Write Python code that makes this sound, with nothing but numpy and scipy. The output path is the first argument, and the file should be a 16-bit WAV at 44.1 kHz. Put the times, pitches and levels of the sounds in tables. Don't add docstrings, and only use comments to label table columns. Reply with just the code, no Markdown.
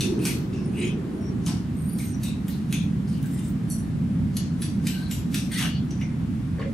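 import sys
import numpy as np
from scipy import signal
from scipy.fft import rfft, irfft
from scipy.io import wavfile
from scipy.ndimage import uniform_filter1d

SR = 44100
rng = np.random.default_rng(int(sys.argv[2]) if len(sys.argv) > 2 else 0)


def persist_wave(psi):
    counts = np.round(np.clip(psi, -1, 1) * 32767).astype(np.int16)
    wavfile.write(sys.argv[1], SR, np.atleast_2d(counts).T)


def boost_factor(decibels):
    exponent = np.asarray(decibels, float) / 20
    return 10 ** exponent


N = 296908


def evened(x):
    return x / np.sqrt(np.mean(x ** 2) + 1e-20)


def read(points, hz):
    f, value = np.transpose(points)
    return np.interp(np.log(abs(hz) + 1), np.log(f + 1), value)


def add(mix, s, sound):
    part = mix[..., round(s * SR):][..., :sound.shape[-1]]
    part += sound[..., :part.shape[-1]]


def from_start(s, sound):
    return max(s, 0), sound[max(round(-s * SR), 0):]


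def flicker(size, per_s, depth_db):
    steps = rng.standard_normal(int(size / SR * 200) + 3)
    return boost_factor(depth_db * np.interp(np.arange(size) / SR * per_s, np.arange(len(steps)), steps))


def grit(size, spread_db=3.3):
    unevenness = np.minimum(rng.exponential(1, size), 5)
    return evened(rng.standard_normal(size) * boost_factor(spread_db * unevenness))


def resonate(x, hz, width):
    turn = np.exp(2j * np.pi * np.cumsum(hz * np.ones(len(x))) / SR)
    r = np.exp(-np.pi * width / SR)
    return 2 * (turn * signal.lfilter([1 - r], [1, -r], x / turn)).real


# f/Hz, width/Hz, level/dB
BLADE_MODES = [(1750, 61, 4), (2380, 40, -22.5), (2740, 240, -8), (3120, 250, 1), (3840, 180, 0),
               (4350, 110, -7), (4930, 100, -8), (5600, 120, -4), (5900, 230, 9), (6260, 270, 8),
               (7300, 27, -6), (7800, 140, 6), (9000, 130, 6), (9380, 340, 16), (10900, 600, 5.5),
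               (12200, 120, 2), (12450, 250, 16), (13300, 570, 13)]
# f/Hz, level/dB
GRIT_COLOUR = [(600, -29), (1300, -9.5), (1900, -3.5), (2500, -0.5), (6000, -5.5), (11000, -4),
               (13000, -11.5), (15500, -19.5)]


def steel(drive, dull_db, bright_db, ring=.4):
    weights = boost_factor(1.5 * rng.standard_normal(len(BLADE_MODES)))
    modes = sum(g * boost_factor(db) * resonate(drive, hz, w) for g, (hz, w, db) in zip(weights, BLADE_MODES))
    mixed = drive + ring * modes * np.sqrt(np.mean(drive ** 2) / np.mean(modes ** 2))
    hz = np.fft.rfftfreq(len(drive), 1 / SR)
    fine_share, fine_t60 = .3, .04
    crowd = rng.standard_normal(4000) * boost_factor(-60 * np.arange(4000) / SR / fine_t60)
    fine = rfft(crowd / np.linalg.norm(crowd), len(drive))
    crowded = (1 - fine_share + fine_share * fine) / np.hypot(fine_share, 1 - fine_share)
    z = rfft(mixed) * boost_factor(read(GRIT_COLOUR, hz)) * crowded
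    dull = 1 / (1 + (hz / 4000) ** 8)
    middle = 1 / (1 + (hz / 8000) ** 8) - dull
    parts = [irfft(z * share, len(drive)) for share in (dull, middle, 1 - dull - middle)]
    return boost_factor(dull_db) * parts[0] + parts[1] + boost_factor(bright_db) * parts[2]


# t/s, peak level/dB, dull level/dB, bright level/dB, contact t60/s
KNOCKS = [(0.0074, -19, -6, -6, 0.28), (0.252, -22, -2.5, -2, 0.33), (0.533, -41, -6, -25, 0.7),
          (1.463, -28, -11, -7, 0.31), (1.9863, -37, -3, 2, 0.6), (2.2329, -30.5, -5.5, -0.5, 0.29),
          (2.4811, -37, 2.5, 1.5, 0.42), (2.726, -28, 0, -1, 0.31), (3.2275, -49, 8, 5, 0.23),
          (3.6995, -43, -21, 8, 0.21), (4.3676, -27, -8, -10, 0.27), (4.6203, -29.5, -2, -3.5, 0.33),
          (4.8685, -22, -1, -5.5, 0.19), (5.1103, -29.5, 0.5, 0, 0.3), (5.343, -23.5, 0, -3.5, 0.35),
          (5.516, -40, 4, 4, .3), (5.5842, -26, 3, -1, 0.28), (5.907, -39.5, -2, -12, 0.2),
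          (.191, -44, 2, -4, .3), (.7423, -54, -1, 2, .2), (3.0798, -51, 0, -3, .2),
          (3.2589, -47, -2, 3, .15), (6.012, -46, -1, -2, 0.23)]


def knock(s, db, dull_db, bright_db, t60):
    t = np.arange(-2600, 13000) / SR
    brush = 0.17 * np.exp(np.minimum(t, 0) / 0.023) * (t < 0)
    tick = 1.19 * np.exp(-abs(t) / 0.003)
    chatter = 0.44 * (1 - np.exp(-abs(t) / 0.002)) * flicker(len(t), 190, 2.5) * boost_factor(-60 * t / t60)
    force = brush + (t >= 0) * (tick + chatter)
    return from_start(s + t[0], boost_factor(db + 2.5) * steel(force * grit(len(t)), dull_db, bright_db))


# start t/s, push/s, pressure level/dB, dull level/dB, bright level/dB
STROKES = [
    (.25, 0.051, -33.5, 4, 1.5),
    (.75, .12, -46.5, 5, 2.5),
    (1.462, 0.023, -32.5, 1, -8),
    (3.06, 0.12, -50.5, -4, -4),
    (3.23, 0.24, -51.5, 1, 1.5),
    (4.875, 0.16, -47.5, 0, 1.5),
    (5.515, .13, -33, 5.5, -0.5),
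    (6.583, .04, -54, 5, -14),
    (.205, .045, -45, 0, 2),
    (.265, .03, -42, -6, 7),
]


def stroke(s, push, db, dull_db, bright_db):
    t = np.arange(20000) / SR
    dig_share, lift_db_per_s, ringing = 0.28, 296, 0.45
    lift = boost_factor(db - lift_db_per_s * np.maximum(t - push, 0))
    pressure = np.minimum(t / (dig_share * push), 1) * lift
    sound = steel(grit(len(t)) * flicker(len(t), 170, 3.2), dull_db, bright_db, ringing)
    return s, pressure * sound / np.hypot(1, ringing)


def patchy(x, depth_db=2):
    z = signal.stft(x, nperseg=256, noverlap=192)[2]
    field = rng.standard_normal(z.shape[::-1]).T
    field = uniform_filter1d(field, size=2, axis=0)
    field = evened(uniform_filter1d(field, size=20, axis=1))
    return signal.istft(z * boost_factor(depth_db * field), nperseg=256, noverlap=192)[1][:N]


def ring(s, length, hz, width, db, t60, swell=0.048, stutter=1, blow=0):
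    t = np.arange(-.03, length + .8 * t60, 1 / SR)[:24000]
    drive = grit(24000, spread_db=4.5)[:len(t)]
    pitch = hz * flicker(24000, 35, .05)[:len(t)]
    flutter = flicker(24000, 110, 4.5)[:len(t)]
    tone = evened(resonate(resonate(drive, pitch, 2 * width), pitch, 2 * width))
    tone = tone + blow * (t >= 0) * np.exp(-abs(t) / .006) * np.sin(2 * np.pi * hz * t)
    rise = np.where(t < 0, 0.21 * np.exp(t / 0.016), np.minimum(0.29 + t / (swell * length), 1))
    flutter = flutter ** (stutter * np.clip(t / 0.045, 0, 1))
    decay = boost_factor(db - 60 * np.maximum(t - length, 0) / t60)
    return from_start(s + t[0], tone * rise * flutter * decay)


# t/s, f/Hz, width/Hz, level/dB
STRUCK = [(.011, 2610, 200, -39.5), (.24, 8000, 300, -43), (.53, 2650, 130, -50), (.657, 9520, 100, -57),
          (1.462, 8600, 300, -47), (1.457, 11000, 500, -52), (1.475, 5300, 330, -48),
          (1.999, 2250, 220, -49.5), (2.24, 3780, 150, -48), (2.236, 2600, 200, -47.5),
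          (2.5, 4160, 400, -52), (2.726, 2540, 200, -38.5), (2.725, 3440, 190, -45), (2.73, 6360, 250, -45),
          (3.701, 4404, 68, -51), (3.701, 5900, 160, -46), (3.703, 7700, 220, -46.5),
          (3.7, 8930, 100, -42.5), (3.701, 9700, 100, -44.5), (3.7, 10900, 368, -42),
          (5.112, 7300, 500, -43.5), (5.52, 8800, 462, -39), (0.012, 3550, 120, -44),
          (.007, 6050, 300, -46), (0.0071, 7800, 200, -53), (2.234, 8750, 150, -48.5),
          (2.234, 7900, 250, -50), (2.234, 5800, 120, -54), (2.73, 8600, 150, -53),
          (3.705, 11150, 400, -46.5), (5.113, 11700, 400, -46), (4.87, 10000, 300, -52),
          (4.368, 2890, 230, -53), (4.368, 6500, 200, -54), (4.621, 3430, 150, -51),
          (4.621, 4580, 150, -48), (4.621, 5860, 150, -49), (4.621, 7850, 150, -53),
          (4.621, 10800, 250, -45), (4.869, 3020, 150, -44.5), (4.869, 8000, 200, -46),
          (4.869, 11900, 400, -46.5), (5.112, 3850, 120, -51), (5.112, 2900, 150, -50),
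          (5.112, 5900, 150, -52), (5.344, 2700, 200, -50), (5.344, 3600, 350, -45),
          (5.344, 5840, 400, -41.5), (5.344, 7940, 150, -47), (5.346, 8820, 280, -46)]


def struck(s, hz, width, db):
    return ring(s, 0.025, hz, width, db, t60=0.32, stutter=.55, blow=2.6)


# t/s, f/Hz, width/Hz, level/dB
TAPS = [(2.482, 13500, 1200, -46), (4.369, 11150, 300, -37.5), (4.617, 10560, 400, -37.5),
        (5.907, 5860, 200, -46.5), (6.012, 2330, 350, -40), (6.595, 1120, 80, -41.5),
        (6.585, 1790, 130, -45), (.252, 1560, 80, -46), (6.596, 4500, 250, -60), (6.602, 3730, 120, -57),
        (6.613, 2800, 200, -52), (6.617, 1990, 100, -44.5), (6.626, 1730, 100, -47),
        (6.634, 3300, 250, -57), (6.638, 4300, 200, -61), (6.66, 2100, 200, -49), (3.226, 12200, 300, -57),
        (3.228, 10400, 300, -56), (3.258, 7800, 300, -56), (3.325, 11900, 300, -60),
        (3.487, 12000, 500, -59), (6.026, 5900, 250, -53), (5.908, 2800, 250, -55), (.191, 9000, 150, -56),
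        (.207, 4300, 120, -57), (.272, 8700, 300, -36), (.847, 7100, 150, -52), (.869, 5300, 300, -58),
        (.814, 3900, 250, -49), (4.369, 13800, 600, -56), (5.112, 13900, 500, -52), (4.621, 1800, 200, -47),
        (5.344, 1800, 200, -45), (5.346, 1370, 100, -48), (2.726, 13500, 1500, -47),
        (2.234, 14200, 600, -52), (2.482, 1900, 200, -52), (5.112, 2100, 300, -50),
        (5.344, 12500, 900, -45), (5.586, 5300, 300, -47), (5.585, 3040, 300, -45),
        (2.727, 11300, 400, -48), (2.484, 10800, 400, -52), (4.869, 1600, 200, -52)]


def tap(s, hz, width, db):
    return ring(s, 0.008, hz, width, db, t60=0.097, blow=2.2)


# t/s, length/s, f/Hz, level/dB
RUBBED = [(0.191, .15, 9000, -54), (.19, .06, 2580, -49.5), (.252, 0.051, 2350, -39),
          (.768, 0.032, 2680, -41), (.775, 0.096, 2230, -45), (.86, 0.048, 3200, -47.5),
          (0.734, .035, 2600, -51), (.862, 0.032, 2550, -44), (5.515, 0.044, 1560, -49),
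          (5.52, 0.11, 4370, -45), (1.169, 0.062, 653, -52.5), (3.07, 0.09, 4600, -60),
          (3.215, 0.055, 1580, -57), (3.332, .046, 1950, -57), (4.878, 0.19, 4140, -52),
          (4.885, 0.08, 2830, -48.5), (5.512, 0.086, 1950, -39.5), (5.67, 0.086, 2900, -47),
          (5.658, 0.11, 4460, -51.5), (5.996, 0.048, 5800, -56), (6.03, 0.1, 2160, -55.5),
          (3.076, 0.064, 5250, -61), (3.13, .07, 3000, -59), (3.328, 0.065, 5200, -63),
          (3.43, 0.057, 7800, -56), (1.99, .05, 3900, -58), (2.031, 0.036, 3100, -59),
          (.81, 0.035, 2500, -39.5), (.815, 0.039, 3030, -42), (6.582, .045, 450, -36),
          (6.645, .03, 548, -43.5), (5.59, .085, 2890, -42.5), (5.53, .1, 3700, -44),
          (5.62, .06, 1660, -46), (2.25, .1, 3800, -55), (2.25, .08, 2600, -55), (2.74, 0.078, 3470, -49),
          (5.75, .07, 3320, -56), (.533, .12, 5300, -61)]


def rubbed(s, length, hz, db):
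    return ring(s, length, hz, hz / 15, db, t60=0.18, stutter=.55)


# t/s, length/s, f/Hz, level/dB
SQUEALS = [
    (1.195, .1, 5650, -54),
    (1.88, .09, 4660, -61),
    (4.79, .32, 1555, -57),
    (4.94, .05, 1560, -46),
    (5.01, .018, 1563, -52),
]


def squeal(s, length, hz, db):
    return ring(s, length, hz, hz / 110, db, t60=.05, swell=.35, stutter=.4)


# t/s, length/s, f/Hz, level/dB
SLID = [(.755, 0.11, 8800, -51.5), (.78, 0.1, 9450, -57), (.75, .1, 7650, -58), (.8, 0.071, 7100, -55),
        (.81, 0.071, 6500, -56), (.8, 0.046, 4900, -58), (.78, 0.09, 3900, -53.5), (.89, 0.038, 5950, -59),
        (1.12, .15, 9200, -67), (1.76, .1, 8650, -51.5), (1.79, .18, 9050, -60), (1.75, 0.35, 11800, -58),
        (1.87, 0.063, 9630, -46.5), (1.9, .06, 5500, -64), (1.93, .1, 10600, -57), (1.95, 0.164, 8680, -48),
        (1.97, 0.1, 14290, -62), (1.98, .1, 12400, -53), (2.03, .07, 6500, -55.5), (2.04, 0.2, 5850, -61),
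        (3.075, 0.044, 9200, -60), (3.28, 0.23, 8850, -57.5), (3.27, .14, 7600, -60),
        (3.24, .1, 11800, -63), (3.42, 0.09, 15400, -66), (3.2, .07, 15500, -65), (3.3, .13, 9500, -61),
        (5.93, .05, 6000, -64), (.83, 0.046, 5350, -58), (.86, .03, 11200, -60), (1.85, .1, 11200, -67),
        (1.78, 0.054, 10600, -63)]


def slid(s, length, hz, db):
    return ring(s, length, hz, hz / 97, db, t60=0.13, swell=.35, stutter=1.1)


# t/s, peak level/dB, f/Hz, t60/s
THUDS = [
    (.25, -49, 883, 0.14),
    (1.468, -44.5, 840, 0.32),
    (5.0, -55, 850, .2),
    (5.6, -39.5, 1300, 0.1),
    (5.612, -45, 800, 0.073),
    (5.635, -46, 1110, 0.069),
    (.86, -56, 950, 0.13),
    (6.59, -52, 2000, 0.3),
    (6.586, -47, 480, .2),
]


def thud(s, db, hz, t60):
    return ring(s, 0.04, hz, 0.34 * hz, db, t60, stutter=0.5)


# f/Hz, t60/s
STABLE_T60 = [(500, 0.55), (2000, 0.32), (5000, 0.4), (10000, 0.2), (16000, 0.51)]


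def stable(x, short=1):
    taps = np.zeros((2, SR))
    at = np.arange(260, SR - 20, 20) + rng.integers(0, 20, (2, (SR - 261) // 20))
    np.put_along_axis(taps, at, rng.choice([-1., 1.], at.shape), 1)
    hz, t, z = signal.stft(taps, SR, nperseg=256)
    wet_db = read([(1000, 0.1), (5000, 0), (9000, -1)], hz)[:, None]
    decay_db = -60 * t / (short * read(STABLE_T60, hz)[:, None])
    tail = signal.istft(z * boost_factor(decay_db + wet_db), SR, nperseg=256)[1]
    return signal.fftconvolve(x[None], tail / np.linalg.norm(tail[0]), axes=1)[:, :N]


# f/Hz, level/dB per Hz
AIR = [(20, -38), (45, -33), (62, -11.5), (75, 3), (88, -7), (140, -1.5), (200, -0.5), (255, -5.5),
       (459, -25.5), (574, -29.5), (1710, -36.5), (6000, -51), (10500, -50.5), (16000, -63)]
# f/Hz, width/Hz, level/dB
DUCTS = [
    (146.4, 19, -0.5),
    (193.7, 11, -4.5),
    (237, 16, -3.5),
]
# f/Hz, likeness/1
SAME = [(60, 0.97), (150, 0.98), (380, 0.79), (600, 0.075), (1400, 0.17), (2800, 0.21), (16000, 0.16)]
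# t/s, rumble level/dB
RUMBLE = [
    (0, -28.5),
    (1.2, -30.5),
    (1.5, -26.5),
    (1.62, -28.5),
    (2.6, -29),
    (2.85, -27),
    (3.6, -28),
    (4.2, -25),
    (4.45, -28),
    (6.73, -27.5),
]
# t/s, level/dB
MOTOR = [
    (0, -29),
    (.06, -21),
    (.23, -14.5),
    (.3, -29),
    (.6, -29.5),
    (.85, -24.5),
    (1.0, -30),
    (1.3, -31),
    (1.6, -43.5),
    (6.73, -45.5),
]


def air():
    frames, hz = N // 512 + 5, np.fft.rfftfreq(2048, 1 / SR)
    t = np.arange(frames) * 512 / SR
    a, b, c, d, patches = rng.standard_normal((frames, 1025, 5)).T
    patches = evened(uniform_filter1d(uniform_filter1d(patches, 20, 0), 8, 1))
    ducts = sum(boost_factor(2 * db) / (1 + (2 * (hz - f) / w) ** 2) for f, w, db in DUCTS)
    rumble_band = 1 / (1 + (hz / 270) ** 8)
    motor_body = 1 / (1 + (hz / 440) ** 12)
    motor_whir = 0.17 / (1 + ((hz + 1) / 460) ** -12) / (1 + (hz / 1600) ** 4)
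    motor_band = (motor_body + motor_whir) / (1 + ((hz + 1) / 325) ** -10)
    rumble_db = np.interp(t, *np.transpose(RUMBLE)) + 28.5
    motor_db = np.interp(t, *np.transpose(MOTOR)) + 41.46
    field_db = (read(AIR, hz) + 10 * np.log10(1 + 0.97 * ducts))[:, None] + 0.5 * patches
    field_db += np.outer(rumble_band, rumble_db) + np.outer(motor_band, motor_db)
    same = read(SAME, hz)[:, None]
    left = a + 1j * b
    right = same * left + np.sqrt(1 - same ** 2) * (c + 1j * d)
    z = np.array([left, right]) * boost_factor(field_db)
    return boost_factor(-26) * evened(signal.istft(z, nperseg=2048, noverlap=1536)[1][:, :N])


def scene():
    scraped, rung = np.zeros(N), np.zeros(N)
    for table, contact in ((KNOCKS, knock), (STROKES, stroke)):
        for row in table:
            add(scraped, *contact(*row))
    scraped, background = patchy(scraped), air()
    for table, mode in ((STRUCK, struck), (TAPS, tap), (RUBBED, rubbed), (SQUEALS, squeal), (SLID, slid), (THUDS, thud)):
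        for row in table:
            add(rung, *mode(*row))
    echo = boost_factor(.5) * stable(scraped) + boost_factor(-1) * stable(rung, short=0.44)
    return boost_factor(-1.5) * (scraped + rung + echo) + background


# f/Hz, left-right level/dB
TILT = [(60, 0.5), (180, -1.75), (1400, -0.37), (2800, 2.5), (5000, 4.5), (7000, 4.5), (8200, -1.5),
        (16000, 0.5)]
# f/Hz, left lead/rad
LEAD = [(100, .02), (1400, 0), (2800, .6), (5000, .6), (7000, 0), (16000, 0)]


def microphone_pair(z, hz):
    half = (boost_factor(read(TILT, hz) / 2) * np.exp(.5j * read(LEAD, hz)))[:, None]
    return z[0] * half, z[1] / half


def power_db(z):
    return 10 * np.log10(uniform_filter1d((abs(z) ** 2).mean((0, 1)), size=4) + 1e-20)


def whims(frames, bands):
    return evened(uniform_filter1d(rng.standard_normal((frames, bands)), size=12, axis=0))


# low f/Hz, high f/Hz, threshold level/dB over usual
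FOLDED = [(6900, 7200, -5), (7650, 8900, 9), (8900, 9550, 2), (9850, 10300, 6), (10300, 11150, -1),
          (11150, 12000, 11), (12000, 12900, 10), (12900, 13500, -1), (13500, 14300, 9), (14300, 14900, 3),
          (14900, 16000, 8)]


def fold_treble(left, right, hz):
    mid, side = (left + right) / 2, (left - right) / 2
    whim = whims(side.shape[1], len(FOLDED))
    for k, (low, high, need_db) in enumerate(FOLDED):
        band = (hz >= low) & (hz < high)
        side_db = power_db(side[None, band])
        side[band] *= side_db - np.median(side_db) + 2 * whim[:, k] > need_db
    return np.array([mid + side, mid - side])


# low f/Hz, high f/Hz, threshold level/dB over usual
DROPPED = [(8300, 8450, -3.5), (9720, 10330, 4.5), (10330, 10900, -6.5), (11900, 12250, 3),
           (12250, 13200, -3), (13200, 13700, 7), (13700, 14200, 4.5), (14200, 14700, 1),
           (14700, 15200, -3), (15200, 15500, -2.5), (15500, 15800, 1), (7200, 7400, -6),
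           (11450, 11620, -4.5), (6400, 6550, -7)]


def drop_treble(z, hz):
    masker_db = power_db(z[:, (hz > 2000) & (hz < 9000)])
    masker_db = uniform_filter1d(masker_db, size=7, origin=3)
    whim = whims(z.shape[2], len(DROPPED))
    for k, (low, high, need_db) in enumerate(DROPPED):
        band = (hz >= low) & (hz < high)
        margin_db = power_db(z[:, band]) - 1.1 * masker_db
        z[:, band] *= margin_db - np.median(margin_db) + 3 * whim[:, k] > need_db
    z[:, hz > 15750] = 0
    return z


def band_limit(x):
    return signal.sosfilt(signal.butter(12, 16460, fs=SR, output="sos"), x)


def record(dry):
    hz, t, z = signal.stft(dry, SR, nperseg=1024, noverlap=768)
    left, right = microphone_pair(z, hz)
    z = drop_treble(fold_treble(left, right, hz), hz)
    mix = signal.istft(z, SR, nperseg=1024, noverlap=768)[1][:, :N]
    return band_limit(mix)


dry = scene()
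out = record(dry)
persist_wave(out)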